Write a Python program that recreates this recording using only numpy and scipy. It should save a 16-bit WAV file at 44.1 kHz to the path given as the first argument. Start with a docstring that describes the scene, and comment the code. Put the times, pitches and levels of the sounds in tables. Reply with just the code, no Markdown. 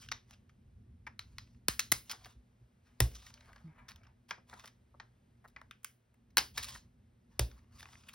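"""Stiff paper cards snap, slide and slap on a cutting mat at a craft table, heard from close by in a small room.
Small snaps and strokes come first; from 1.7 s hard slaps add the table's decaying modes, strongest at 3.0 s.
A sagging tone buzzes at 3.6 s; more strokes follow, and hard slaps at 6.4 and 7.4 s. Snaps are short bursts of
band-filtered noise and strokes are fluttering friction noise, both with diffuse echoes; two knocks are
dispersed bending waves. Shaped noise and unsteady tones make a low household rumble and hum throughout."""
import sys
import numpy as np
from scipy import signal
from scipy.fft import rfft, irfft, next_fast_len
from scipy.io import wavfile
from scipy.ndimage import uniform_filter1d, map_coordinates

SR = 44100
rng = np.random.default_rng(int(sys.argv[2]) if len(sys.argv) > 2 else 0)


def generate_wav(sig):
    """Save sig (samples, or channels by samples) to the path in sys.argv[1] as 16-bit PCM at SR."""
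    pcm = np.round(np.clip(np.atleast_2d(sig).T, -1, 1) * 32767).astype(np.int16)
    wavfile.write(sys.argv[1], SR, pcm)


N = 358974

# Slaps that shake the table. Each row: start in seconds, relative level in dB, share of the upper modes in dB,
# extra thud of the mat in dB.
TABLE_SLAPS = [(1.681, -46.5, -7, 0), (1.921, -47.5, -1, 4.5), (2.348, -48, -7, 0), (2.607, -55.5, 0, 0.5),
               (3.003, -20, -1.5, 16), (6.371, -46.5, -8, 1.5), (7.393, -24, -4.5, 19)]
# Strokes of card over card. Each row: start in seconds, length in seconds, rub level in dB,
# speed as the level of scrape over rub in dB.
CARD_STROKES = [(0, 0.056, -71.5, 9), (0.279, 0.073, -76, 3), (1.265, 0.31, -81.5, 1),
                (2.061, 0.098, -68.5, 4), (2.193, .13, -72.5, 2), (2.851, 0.18, -80, -2.5),
                (3.098, 0.063, -70, 3), (3.153, 0.15, -72, 9), (3.326, 0.35, -70.5, -7),
                (3.683, 0.43, -70, -22.5), (4.484, 0.21, -68, -2.5), (6.557, 0.22, -61, 7),
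                (6.803, 0.078, -87, -3.5), (7.306, 0.33, -82, -1), (7.489, 0.25, -80.5, -6),
                (7.74, 0.41, -72, 4)]


def amp(db):
    """The decibel is logarithmic: twenty of them are a tenfold amplitude."""
    return 10 ** (np.asarray(db) / 20)


def unit(x):
    """Normalisation by the root mean square, the amplitude that carries the mean power."""
    return x / np.sqrt(np.mean(x ** 2) + 1e-20)


def along(points, hz):
    """Interpolation of (Hz, value) points on a logarithmic frequency axis, as pitch is heard."""
    point_hz, value = np.transpose(points)
    return np.interp(np.log(hz + 1), np.log(point_hz + 1), value)


def wobble(rate):
    """Slow random modulation: a smooth curve through random knots, rate of them a second."""
    knots = rng.standard_normal(int(N * rate / SR) + 4)
    return map_coordinates(knots, [np.arange(N) * rate / SR])


def filtered(x, response):
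    """Linear filtering: the spectrum is multiplied by a complex response of frequency."""
    size = next_fast_len(x.shape[-1] + 2048)
    hz = np.fft.rfftfreq(size, 1 / SR)
    return irfft(rfft(x, size) * response(hz), size)[..., :x.shape[-1]]


def band(hz, low_hz, high_hz):
    """A steep causal band-pass response, scaled to keep the energy of white noise."""
    poles = signal.butter(5, [low_hz, high_hz], "band", analog=True, output="zpk")
    gain = signal.freqs_zpk(*poles, hz)[1]
    return gain / np.sqrt(np.mean(np.abs(gain) ** 2))


def resonance(hz, centre_hz, width_hz):
    """The response of a damped oscillator, equal to 1 at its centre."""
    damping = 1j * hz * width_hz
    return damping / (centre_hz ** 2 - hz * hz + damping)


def diffuse(pair):
    """Partial coherence: two unrelated signals are mixed to the likeness of diffuse sound at two ports."""
    # Each row: frequency in Hz, left-right likeness as a correlation.
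    likeness = [(60, 1), (200, 1), (400, 0.2), (700, 0.19), (1300, 0.057), (3000, 0.81), (5500, 0.98),
                (8000, 0.96)]

    def mixing(hz):
        angle = np.arccos(np.clip(along(likeness, hz), -1, 1)) / 2
        return np.array([np.cos(angle), np.sin(angle)])

    mid, side = filtered(pair, mixing)
    return np.array([mid + side, mid - side])


def noise(spectrum):
    """Spectral shaping of white noise into diffuse stereo noise of rms 1."""
    return unit(diffuse(filtered(rng.standard_normal((2, N)), lambda hz: amp(along(spectrum, hz)))))


def snaps():
    """Impulsive excitation: bursts drive mat thud, card bending, crackle and edge hiss, each with its echo."""
    # Each row: start in seconds, relative bending level in dB, bending pitch in Hz,
    # contact time in ms (held to 1.5 to 30 in use), crackle over bending in dB, edge hiss over bending in dB.
    card_snaps = [(0.022, -62, 2120, 20, -9, -18), (.06, -64, 1980, 5, -5, -6),
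                  (.086, -51, 2280, 3.9, -0.5, -10), (.115, -34, 1606, 4.4, 1.5, -14.5),
                  (.329, -61.5, 2400, 9, -4, -13), (.491, -67.5, 2070, 8.2, -6.5, -16),
                  (1.066, -42, 1616, 8.2, -16, -25), (1.192, -40, 1750, 2.04, 1, -4.5),
                  (1.383, -44.5, 1740, 3.2, 3.5, -5.5), (1.683, -24.5, 1880, 2.57, -0.5, 7),
                  (1.793, -33.5, 1944, 6.9, 4.5, 3.5), (1.918, -28, 1676, 5.2, 3, 10),
                  (2.095, -49, 1450, 15, 7, -1.5), (2.111, -44, 2160, 8.3, 5.5, 3),
                  (2.13, -44.5, 1250, 5, -21.5, -34.5), (2.24, -64, 1540, 14, 8, -3),
                  (2.255, -56, 1190, 16, -5.5, -6), (3.003, -25.5, 1657, 2.4, 2, 8.5),
                  (3.148, -61.5, 2130, 11.5, 9, 2), (3.261, -59, 1790, 12, 0, -3),
                  (3.303, -60, 1610, 5.1, -7, -10), (3.34, -62.5, 1870, 3.4, 11.5, 1.5),
                  (3.407, -64.5, 1310, 3.8, 5, -15.5), (3.474, -61.5, 1100, 32, -13, -22.5),
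                  (3.529, -58.5, 1444, 4.7, -8.5, -11.5), (3.56, -53, 1430, 3.1, -9, -19),
                  (3.882, -56, 1660, 13.3, 4, -3), (3.9, -59.5, 1620, 22, -1, -6.5),
                  (3.959, -62.5, 2060, 5.5, 0, -2.5), (4.03, -68, 2040, 16.4, -8.5, -14.5),
                  (4.066, -66.5, 1790, 3.9, -2, -19), (4.283, -65.5, 1420, 31, 1.5, -2),
                  (4.308, -32.5, 1600, 5.2, -8.5, -24.5), (4.376, -62, 930, 13.4, -20, -36),
                  (4.493, -61, 1690, 6.7, -0.5, -6), (4.526, -48, 1252, 11, -28, -48),
                  (4.539, -55, 1360, 3, .5, -7), (4.591, -60.5, 1600, 13.5, 3.5, -4.5),
                  (4.638, -57, 1050, 14, -3, -11.5), (4.654, -61, 1920, 10, 2.5, 2.5),
                  (4.672, -58, 1720, 11.4, 1, -4.5), (4.941, -62.5, 888, 7.8, -29.5, -38),
                  (4.999, -43, 1404, 4.2, -8.5, -40), (5.441, -54.5, 1246, 10.4, -23.5, -22),
                  (5.474, -75.5, 1590, 18, 3, 5.5), (5.562, -43.5, 1600, 5.8, -16, -46.5),
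                  (5.614, -48, 1320, 2.3, -14.5, -16.5), (5.71, -42.5, 2180, 2.3, -16.5, -13.5),
                  (5.831, -73, 1970, 6.4, -6, 8.5), (5.845, -40.5, 2100, 2.93, -6.5, 6),
                  (6.14, -73, 1590, 4.7, -14, 0), (6.303, -78, 1700, 5.5, 0.5, -3.5),
                  (6.37, -25.5, 1614, 4.74, 0.5, 3.5), (6.379, -27, 1350, 5.9, 4, 2.5),
                  (6.375, -39.5, 1684, 5, 0, -6.5), (6.384, -36.5, 1800, 5.7, 10.5, -8),
                  (6.559, -69.5, 1730, 4.3, 17, 9), (6.574, -37, 1630, 14.9, 1, -2.5),
                  (6.626, -49, 2050, 19, 6, 5), (6.682, -57, 1574, 18, 8, 6),
                  (6.75, -49, 1500, 6.4, -12, -9), (7.393, -32.5, 1624, 3.07, 6, 8.5),
                  (7.513, -58, 1440, 2.8, 0, -18), (7.787, -62, 1650, 30.4, 3, 1),
                  (7.828, -46.5, 1450, 2.3, -4, -13.5), (7.856, -45.5, 1660, 1.4, -14, -30),
                  (7.886, -57, 1250, 4.5, -10, -17), (7.927, -56.5, 1590, 10, -6, -26),
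                  (7.952, -58, 1850, 4.4, -23, -30), (8.033, -65.5, 2150, 7, -2, -25),
                  (8.083, -52, 2300, 14.4, -13, -5), (8.13, -57.5, 1750, 18, -1, 2)]
    # Papery ring. Each row: pitch over the bending pitch, width over the bending pitch, lift in dB.
    card_modes = [(.66, 0.067, -4.5), (1.101, 0.086, -0.5), (1.499, 0.065, -1), (2.301, 0.083, 3),
                  (3.1, 0.18, 0.5)]
    mode_scatter = .08  # random relative scatter of the ring pitches, drawn anew for each snap
    # mat thud over the bending: level for a card at mat_hz, and more for each octave lower
    mat_level_db, mat_hz, mat_per_octave_db = -15.5, 1610, 13
    out = np.zeros((2, N + SR))
    t, late = np.arange(SR // 20) / SR, np.arange(SR // 4) / SR
    for start, bend_db, bend_hz, contact_ms, crackle_db, edge_db in [*card_snaps, *small_snaps()]:
        # a snap that coincides with a table slap thuds harder on the mat
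        slap_db = sum(slap[3] for slap in TABLE_SLAPS if abs(start - slap[0]) < .005)
        mat_db = mat_level_db + mat_per_octave_db * np.log2(mat_hz / bend_hz) + slap_db
        rings = [(bend_hz * ratio * (1 + mode_scatter * rng.standard_normal()), bend_hz * width, lift_db)
                 for ratio, width, lift_db in card_modes]
        low_hz, high_hz = bend_hz / 1.84, bend_hz * 1.53  # the bending band moves its neighbours' edges
        edges = [(140, low_hz), (low_hz, high_hz), (high_hz, 6400), (6400, 16300)]
        levels_db = (mat_db, 0, crackle_db, edge_db)

        def parts(hz):
            paper = 1 + sum(amp(lift_db) * resonance(hz, centre, width) for centre, width, lift_db in rings)
            bands = [amp(bend_db + db) * band(hz, *edge) for db, edge in zip(levels_db, edges)]
            return paper * np.array(bands)

        span = np.clip(contact_ms, 1.5, 30) / 1000
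        shape = (t / span) * np.exp(-(t / (0.36 * span)) ** 0.91)  # long contact rises and dies gently
        steps = np.repeat(rng.standard_normal(len(t) // 40 + 1), 40)[:len(t)]
        clumps = amp(5.5 * steps)  # fibres let go in fits
        raw = rng.standard_normal((4, len(t))) * shape * clumps
        raw /= np.linalg.norm(raw, axis=1, keepdims=True)
        burst = filtered(raw, parts).sum(0)

        swell = 1 - np.exp(-late / (.001 + span / 2))  # walls answer late
        sound = amp(-10.0) * swell * tail(lambda hz: np.linalg.norm(parts(hz), axis=0))
        sound[:, :len(t)] += burst
        first = round(start * SR)
        out[:, first:first + len(late)] += amp(-2.5) * np.sqrt(span * SR) * sound
    return out[:, :N]


def small_snaps():
    """A random point process: rows like those of the card snaps, scattered through the faster strokes."""
    per_second, brush_db = 5, -12  # strokes with a speed below brush_db only brush
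    over_rub_db, scatter_db, pitch_hz, contact_ms = 2.5, 3.5, 1720, 7.4
    crackle_db, edge_db = -4.5, -16.5  # over the bending, for a speed of 0 dB
    rows = []
    for start, length, rub_db, speed_db in CARD_STROKES:
        if speed_db < brush_db:
            continue
        for place, size, pitch in rng.random((round(length * per_second), 3)):
            level_db = rub_db + over_rub_db - scatter_db * np.log(size + 0.0072)
            rows.append((start + place * length, level_db, pitch_hz * (.75 + pitch / 2), contact_ms,
                         crackle_db + speed_db / 2, edge_db + speed_db / 2))
    return rows


def booms():
    """Modal vibration: one soft push starts the heavy table top's modes, which swell and decay."""
    # Table-top modes, the lowest a beating pair. Each row: frequency in Hz, relative level in dB,
    # time to decay by 60 dB in seconds.
    table_modes = [(61.8, -4.5, .26), (56.6, -7, .31), (116.7, 0, 0.14), (350, -19.5, .09)]
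    out, t = np.zeros(N + SR), np.arange(SR // 2) / SR
    for start, level_db, upper_db, _ in TABLE_SLAPS:
        ring = np.zeros(len(t))
        for hz, mode_db, t60 in table_modes:
            decay = amp(mode_db + upper_db * (hz > 100) - 60 * t / t60)
            swell = 1 - np.exp(-(t * hz / 1.8) ** 2)
            ring += decay * swell * np.cos(2 * np.pi * hz * (t - .0055))
        first = round(start * SR)
        out[first:first + len(t)] += amp(level_db + 8.5) * ring
    return out[:N]


def slide():
    """Sliding friction: noise in fluttering clumps, with tiny fibre ticks whose sizes scatter widely."""
    rub_hz, rub_width_hz, rub_lift_db = 1070, 280, -1.5  # the pile of cards hums under the rub
    ticks = (rng.random(N) < 600 / SR) * amp(4 * rng.exponential(size=N)) * rng.standard_normal(N)
    clumps = rng.standard_normal(N) * amp(2.5 * wobble(120) + 2 * wobble(30))
    grit = unit(clumps + .5 * unit(ticks))

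    # random patches of time and frequency make the friction noise's colour uneven
    z = signal.stft(grit, nperseg=256)[2]
    patches = uniform_filter1d(rng.standard_normal(z.shape), size=2, axis=0)
    patches = uniform_filter1d(patches, size=16, axis=1)
    grit = signal.istft(z * amp(3 * unit(patches)), nperseg=256)[1][:N]
    grit = filtered(grit, lambda hz: 1 + amp(rub_lift_db) * resonance(hz, rub_hz, rub_width_hz))

    edges = [(550, 2500), (2500, 7500), (7500, 15800)]  # rub, scrape, hiss in Hz
    return sum(gain * unit(filtered(grit, lambda hz: band(hz, *edge)))
               for gain, edge in zip(strokes(), edges))


def strokes():
    """Friction grows brighter with speed: gains of rub, scrape and hiss, with one shape for every stroke."""
    rise_s, fall_s, fade_db = .04, 0.017, 17  # swells, lets go, fades by dB a second
    hiss_db, hiss_grows = -6.5, 0.78  # hiss over rub, and its growth in dB per dB of speed
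    gains = np.zeros((3, N))
    for start, length, rub_db, speed_db in CARD_STROKES:
        t = np.arange(N) / SR - start
        swell = np.clip(t / rise_s + .5, 0, 1)
        release = np.clip((length - t) / fall_s + 1, 0, 1) ** 2
        fade = amp(-fade_db * np.clip(t, 0, length))
        levels_db = rub_db + np.array([[0], [speed_db], [hiss_db + hiss_grows * speed_db]])
        gains += amp(levels_db) * swell * release * fade
    return gains


def knocks():
    """Dispersion: a card edge knocks bending waves into the table top; treble arrives first, so pitch dives."""
    # Each row: start in seconds, relative level in dB.
    edge_knocks = [(1.683, -29.5), (1.918, -33)]
    cycles, first_s, t60_s = 1.5, .002, 0.17  # pitch times delay; arrival time scale; decay by 60 dB
    out, t = np.zeros(N + SR), np.arange(1, SR // 10) / SR
    late = t / first_s
    envelope = late ** 2 / (1 + late ** 2.7) * amp(6 - 60 * t / t60_s)
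    wave = envelope * np.sin(2 * np.pi * cycles * np.log(late))
    for start, level_db in edge_knocks:
        first = round(start * SR)
        out[first:first + len(t)] += amp(level_db) * wave
    return out[:N]


def buzz():
    """Frequency modulation: a brief low tone sags in pitch, with an unsteady second partial."""
    start_s, length_s, rise_s, fall_s = 3.638, 0.088, 0.014, 0.019
    level_db, fade_db, pitch_hz, sag_hz = -42, 150, 170, 270  # fade and sag are per second
    t = np.clip(np.arange(N) / SR - start_s, 0, length_s)
    gate = np.clip(t / rise_s, 0, 1) * np.clip((length_s - t) / fall_s, 0, 1)
    phase = 2 * np.pi * (pitch_hz - sag_hz * t / 2) * t
    second = amp(-17.5 + 7.2 * wobble(41.35)) * np.sin(2 * phase)
    return gate * amp(level_db - fade_db * t) * (np.sin(phase) + second)


def room(x):
    """Reverberation by convolution: every stretch of 0.3 s meets a new echo."""
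    out, hop = np.zeros((2, N + SR)), 3 * SR // 10
    for start in range(0, N, hop):
        echo = signal.fftconvolve(x[None, start:start + hop], tail(), axes=1)
        out[:, start:start + echo.shape[1]] += echo
    return out[:, :N]


def tail(colour=lambda hz: 1 + 0 * hz):
    """Reverberant decay: each frequency dies at its own speed; strength flutters as reflections arrive."""
    # Each row: frequency in Hz, time to decay by 60 dB in seconds.
    decay_times = [(200, 0.43), (800, 0.17), (3000, 0.23), (8000, 0.2), (16000, 0.36)]
    # Each row: frequency in Hz, relative echo level in dB.
    echo_colour = [(150, 1), (600, 7.5), (2500, -1), (6000, 2), (16000, -10)]
    hz, t, z = signal.stft(rng.standard_normal((2, SR // 4), dtype=np.float32), SR, nperseg=256)
    flutter = uniform_filter1d(rng.standard_normal(z.shape[1:]), size=9, axis=0)
    flutter = uniform_filter1d(flutter, size=4, axis=1)
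    decay_db = 60 * t / along(decay_times, hz)[:, None]
    gain = amp(along(echo_colour, hz)[:, None] - decay_db + 0.83 * unit(flutter))
    gain /= np.sqrt(np.sum(np.mean(gain ** 2, axis=0)) * 128)  # energy 1 before the caller's colour
    echo = signal.istft(z * gain * colour(hz)[:, None], SR, nperseg=256)[1][:, :SR // 4]
    return diffuse(echo)


def rumble():
    """Amplitude-modulated low noise: a lumpy deep band, and an upper band that follows its swings."""
    # Each row: time in seconds, level of the deep rumble in dB before its random wobble.
    deep_levels = [(0.0, -61.5), (0.45, -66), (0.72, -61), (1.86, -59.5), (2.04, -68.5), (2.97, -70.5),
                   (3.11, -65), (3.47, -66.5), (3.94, -62.5), (4.44, -72), (4.56, -69), (4.67, -71),
                   (5.58, -67), (6.08, -74.5), (6.62, -55.5), (7.09, -66.5), (7.55, -62.5), (8.14, -63.5)]
    # Each row: frequency in Hz, relative density in dB per Hz.
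    deep_spectrum = [(13, -38), (22, -10.5), (32, -0.5), (53, 2.5), (89, 1.5), (129, -5.5), (146, -16.5),
                     (160, -21), (210, -47), (350, -120)]
    # Each row: frequency in Hz, relative density in dB per Hz.
    upper_spectrum = [(76, -26.5), (130, -2), (146, -11.5), (194, -6.5), (243, -4.5), (270, -15.5),
                      (500, -27), (650, -62), (1100, -120)]
    over_deep_db, follows = -5.5, 0.61  # mean level over the deep band; share of its swings in dB
    deep_db = np.interp(np.arange(N) / SR, *np.transpose(deep_levels))
    mean_db = deep_db.mean()
    upper_db = mean_db + over_deep_db + follows * (deep_db - mean_db)
    deep = amp(deep_db + 3 * wobble(10)) * noise(deep_spectrum)
    return deep + amp(upper_db + 1.5 * wobble(24)) * noise(upper_spectrum)


def hum():
    """Tones under random amplitude and phase modulation: an unsteady mains hum."""
    # Each row: frequency in Hz, relative level in dB.
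    hum_tones = [(118.4, -75.5), (242.2, -82)]
    t = np.arange(N) / SR
    return sum(amp(db + 5 + 3.3 * wobble(8.7)) * np.sin(2 * np.pi * hz * t + 0.81 * wobble(15))
               for hz, db in hum_tones)


def room_tone():
    """Stationary diffuse noise: faint room tone whose level drifts slowly."""
    # Each row: frequency in Hz, relative density in dB per Hz.
    air_spectrum = [(210, -32), (350, -2.5), (1060, -13.5), (1960, -15.5), (2500, -18), (5340, -25.5),
                    (7610, -26), (9090, -24.5), (10200, -33), (13000, -27.5), (16500, -44.5)]
    return amp(-79.5 + wobble(1.4)) * noise(air_spectrum)


def scene():
    """Superposition: direct sound, its echo and the background add linearly."""
    rub = slide()
    sources = snaps() + rub + amp(-4.5) * room(rub) + booms() + knocks() + buzz()
    return sources + rumble() + hum() + room_tone()


def record(dry):
    """Two-port reception: phase and level differ by frequency; deep bass and the extreme treble are cut."""
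    # Each row: frequency in Hz, phase by which the left port leads in radians.
    phase_lead = [(0, 0), (1460, -0.2), (2500, 1.0), (3620, 0.4), (4390, 0.9), (5170, 0.5), (6980, 2.8),
                  (9730, 5.7), (10900, 6.5), (12800, 9.0), (14300, 9.9), (15500, 11.8), (16400, 11.8),
                  (16700, 12.8)]
    # Each row: frequency in Hz, left minus right level in dB.
    level_lean = [(60, -0.3), (140, -0.6), (380, -0.2), (700, 0.5), (1290, 3.0), (2380, 0.5), (4400, 0.0),
                  (8120, 0.0), (15000, 0.0)]
    top_hz = 16500  # middle of the 600 Hz wide treble cut
    half = np.array([[.5], [-.5]])  # left and right share each difference

    def response(hz):
        ports = amp(half * along(level_lean, hz)) * np.exp(1j * half * np.interp(hz, *np.transpose(phase_lead)))
        bass = hz ** 4 / (hz ** 4 + 40 ** 4)
        top = np.clip((top_hz + 300 - hz) / 600, 0, 1) ** 2
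        return ports * bass * top

    return filtered(dry, response)


dry = scene()
out = record(dry)
generate_wav(out)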